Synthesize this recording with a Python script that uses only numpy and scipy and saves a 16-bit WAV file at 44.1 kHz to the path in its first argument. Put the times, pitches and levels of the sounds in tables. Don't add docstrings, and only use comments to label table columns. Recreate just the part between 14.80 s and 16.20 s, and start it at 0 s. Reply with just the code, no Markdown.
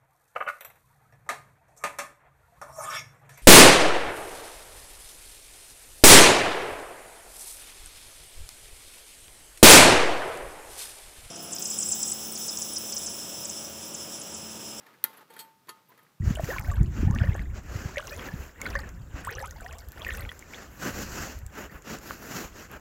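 import sys
import numpy as np
from scipy import signal
from scipy.fft import rfft, irfft
from scipy.io import wavfile
from scipy.ndimage import uniform_filter1d

SR = 44100
rng = np.random.default_rng(int(sys.argv[2]) if len(sys.argv) > 2 else 0)


def transcribe(u):
    v = np.clip(np.atleast_2d(u).T, -1, 1)
    q = np.round(v * 32767).astype(np.int16)
    wavfile.write(sys.argv[1], SR, q)


N = 61739
TIME = np.arange(N) / SR
FREQS = np.maximum(np.fft.rfftfreq(N, 1 / SR), 1)

# frequency in Hz, relative level in dB.
AIR_COLOUR = [(25, -10.5), (48, -5.5), (60, -6.5), (75, -16), (125, 6), (200, 2), (400, -7.5), (700, -9.5),
              (1200, -13.5), (2000, -13.5), (4000, -13), (9000, -17.5), (13000, -16), (15500, -16)]
RUB_FADER = [(0, -59.5), (.09, -59), (.2, -64.5), (.25, -61.5), (.3, -55.5), (.42, -56.5), (.47, -70),
             (.52, -56.5), (.6, -58), (.68, -63), (.76, -74.5), (.86, -71), (.97, -64.5), (1.06, -72.5),
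             (1.12, -62.5), (1.21, -67), (1.3, -68.5), (1.4, -73.5)]
# frequency in Hz, relative level in dB.
RUB_COLOUR = [(100, -27), (200, 0), (450, 1), (680, -2), (1000, 2.5), (1900, -3.5), (2700, -8), (4000, -12),
              (6000, -18.5), (9000, -22), (12500, -18.5), (15500, -18)]
# start in seconds, length in seconds, pitch in Hz, level in dB.
SQUEAKS = [(0.037, 0.021, 1220, -75), (0.364, 0.025, 11200, -56.5), (0.373, 0.039, 11800, -64.5),
           (0.401, 0.038, 874, -56.5), (0.496, 0.027, 479, -56.5), (.884, 0.0084, 1040, -44.5),
           (1.085, 0.011, 12900, -62.5), (1.086, 0.024, 14300, -62.5), (1.087, 0.045, 1005, -61.5)]
# start in seconds, levels of thud, clank, ring and sparkle in dB,
# chatter time in seconds.
CONTACTS = [ (0.064, -65, -54.5, -62.5, -62, 0.004), (0.136, -69, -58, -71, -68, 0.0026),
            (0.2408, -47, -38, -39, -26.5, 0.00071), (0.336, -68, -59, -82, -57.5, 0.0032),
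            (.372, -70, -60, -65, -57.5, 0.0047), (0.41, -68.5, -61, -70, -66.5, 0.0048),
            (0.499, -64, -61, -75, -67.5, 0.0091), (0.5377, -57, -70, -58.5, -52.5, .0005),
            (0.565, -53.5, -49.5, -64, -52, 0.00063), (0.581, -70, -60, -61, -57, 0.0013),
            (0.59, -66.5, -57.5, -51, -51, 0.021), (0.871, -64, -64.5, -66, -68, 0.0025),
            (0.884, -53.5, -51, -65, -58, 0.0023), (0.892, -50, -50.5, -46, -50, 0.0012),
            (1.089, -67, -78.5, -84, -68, 0.0044), (1.118, -65.5, -61, -77, -81, 0.0057),
            (1.176, -68, -60.5, -66.5, -61.5, 0.001), (1.191, -73, -60, -85.5, -64.5, 0.0028),
            (1.23, -66.5, -74, -73, -64, .003), (1.265, -76.5, -64.5, -76, -78, 0.0023)]
# low and high edge in Hz, 60 dB decay time in
# seconds, garage echo send in dB.
CONTACT_BANDS = [(171, 650, .07, -21), (881, 2050, .08, -40), (2564, 7000, 0.057, -17.5),
                 (9700, 17100, 0.04, -24.5)]
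# frequency in Hz, relative level in dB.
ASSEMBLY_COLOUR = [(200, -7), (450, 2.5), (700, -6.5), (1100, -5.5), (1450, 5), (2000, 6), (2550, 7),
                   (3250, 3.5), (4400, 8.5), (5300, -1), (6400, 1.5), (7500, 5), (10000, 5.5), (12500, 10),
                   (13400, 6.5), (15000, 3)]
# start in seconds, place struck, then the force in dB
KNOCKS = [(.2415, "pin", -42, -87, -51.5), (.503, "pad", -56, -64.5, -76),
          (.5635, "pin", -55, -65.5, -58.5), (.591, "pin", -64, -47, -73), (0.605, "pad", -48.5, -60, -59),
          (.8912, "rim", -43, -63, -40.5), (1.188, "rim", -59, -89, -71)]
PLACES = ["pin", "pad", "rim"]
# pitch in Hz, 60 dB decay time in seconds, then the gain in dB
CALIPER_MODES = [(895, .43, -6, 0, -10), (1012, .1, -22, -18, -5), (1080, .2, -22, -14, -12),
                 (1250, .22, -15, -15, -1), (1405, .14, 0, -17, -11), (1785, .1, -1, -20, -1),
                 (2046, .2, -6, -16, -16), (3228, .12, -4, -16, -8), (3822, .18, -13, -25, -22)]
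ARM_MODES = [(3100, -5, .12), (3230, -2, .13), (4350, 2, .11), (6896, -9, .15), (7803, 0, .09),
             (8371, -1, .15), (9242, 0, .09), (9658, -11, .15), (10544, -6, .16), (11312, -2, .16),
             (11640, -1, .15), (12385, -3, .22), (12760, -7, .16), (15222, -3, .13)]
SEAT_MODES = [(4330, -4, .04), (4470, -1, .045), (6896, -5, .06), (10600, -3, .075), (10930, -12, .1),
              (11680, -8, .07), (12410, -3, .055)]
# pitch in Hz, level in dB, 60 dB decay time in seconds.
SNAP_MODES = [(161.4, -47, .01), (1750, -46.5, .012), (3300, -31, 0.0088), (4180, -24.5, .007),
              (6350, -31, 0.0081), (9900, -49, .004), (11600, -22.5, .004), (12300, -15, 0.0037),
              (13700, -7, 0.009), (14100, -21, 0.0071), (15000, -21.5, .004)]

AIR_DB = -68
RUB_SLIPS_PER_S, SLIP_SPREAD_DB, RUB_HUM_DB = 2500, 1, -43.5
SQUEAK_WAVER_SHARE, WAVER_S = 0.03, 0.0006
GARAGE_T60_S, CONTACT_RISE_S = 0.32, 0.000521
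SNAP_S, BOUNCE_AFTER_S, BOUNCE_DB = 0.2407, 0.001134, -9
LOW_CUT_HZ, TREBLE_EDGE_HZ, CUTOFF_HZ = 70, 15400, 16860


def from_db(db):
    return 10 ** (np.asarray(db) / 20)


def rms_one(x):
    return x / np.sqrt(np.mean(x ** 2) + 1e-20)


def coloured(x, colour):
    hz, db = np.transpose(colour)
    eq = from_db(np.interp(np.log(FREQS), np.log(hz), db))
    return rms_one(irfft(rfft(x) * eq, N))


def clicks(times, db):
    force = np.zeros(N)
    np.add.at(force, np.round(np.asarray(times) * SR).astype(int), from_db(db))
    return force


def ring(force, hz, t60):
    radius, angle = from_db(-60 / (t60 * SR)), 2 * np.pi * hz / SR
    return signal.lfilter([.5, 0, -.5], [1, -2 * radius * np.cos(angle), radius ** 2], force + 1e-18)


def body(force, modes):
    return sum((-1) ** k * from_db(db) * ring(force, hz, t60) for k, (hz, db, t60) in enumerate(modes))


def dying(age, t60):
    return np.exp(-np.log(1000) * np.maximum(age, 0) / t60)


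def garage_air():
    return from_db(AIR_DB) * coloured(rng.standard_normal(N), AIR_COLOUR)


def rubbing():
    slip_db = SLIP_SPREAD_DB * np.minimum(rng.exponential(1, N), 4)
    sizes = from_db(slip_db) * rng.choice([-1, 1], N)
    slips = sizes * (rng.random(N) < RUB_SLIPS_PER_S / SR)
    fader = from_db(np.interp(TIME, *np.transpose(RUB_FADER)))
    scrape = coloured(slips, RUB_COLOUR) * fader
    rim_modes = [(hz, rim_db, t60) for hz, t60, _, _, rim_db in CALIPER_MODES]
    return scrape + from_db(RUB_HUM_DB) * body(scrape, rim_modes)


def squeaks():
    out = np.zeros(N)
    for start, length, hz, db in SQUEAKS:
        waver = rms_one(uniform_filter1d(rng.standard_normal(N), int(WAVER_S * SR)))
        pitch = hz * (1 + SQUEAK_WAVER_SHARE * waver)
        tone = rms_one(np.sin(2 * np.pi * np.cumsum(pitch) / SR))
        swell = np.sin(np.pi * np.clip((TIME - start) / length, 0, 1))
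        out += from_db(db) * tone * swell
    return out


def contact_clatter():
    out = np.zeros(N)
    for k, (low, high, t60, echo_db) in enumerate(CONTACT_BANDS):
        power = np.zeros(N)
        for start, *levels_db, chatter_s in CONTACTS:
            age = TIME - start
            attack = np.clip(age / CONTACT_RISE_S, 0, 1)
            direct = dying(age - chatter_s, t60)
            tail = from_db(echo_db) * dying(age, GARAGE_T60_S)
            power += (from_db(levels_db[k]) * attack * (direct + tail)) ** 2
        band = signal.butter(3, [low, high], "band", fs=SR, output="sos")
        noise = signal.sosfilt(band, rng.standard_normal(N))
        out += np.sqrt(power) * coloured(noise, ASSEMBLY_COLOUR)
    return out


def ringing_parts():
    starts, places, caliper_db, arms_db, seat_db = zip(*KNOCKS)
    out = body(clicks(starts, arms_db), ARM_MODES) + body(clicks(starts, seat_db), SEAT_MODES)
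    for k, (hz, t60, *place_db) in enumerate(CALIPER_MODES):
        strength_db = np.add(caliper_db, [place_db[PLACES.index(place)] for place in places])
        out += (-1) ** k * ring(clicks(starts, strength_db), hz, t60)
    return out


def clip_snap():
    force = clicks([SNAP_S, SNAP_S + BOUNCE_AFTER_S], [0, BOUNCE_DB])
    return sum(from_db(db) * ring(force, hz, t60) for hz, db, t60 in SNAP_MODES)


def scene():
    mix = garage_air() + contact_clatter() + squeaks() + rubbing() + ringing_parts() + clip_snap()
    return mix[None]


def record(dry):
    low_cut = signal.butter(2, LOW_CUT_HZ, "high", fs=SR, output="sos")
    thinned = signal.sosfilt(low_cut, dry)
    roll_off = 1 / np.sqrt(1 + (FREQS / TREBLE_EDGE_HZ) ** 160)
    return irfft(rfft(thinned) * roll_off * (FREQS < CUTOFF_HZ), N)


dry = scene()
out = record(dry)
transcribe(out)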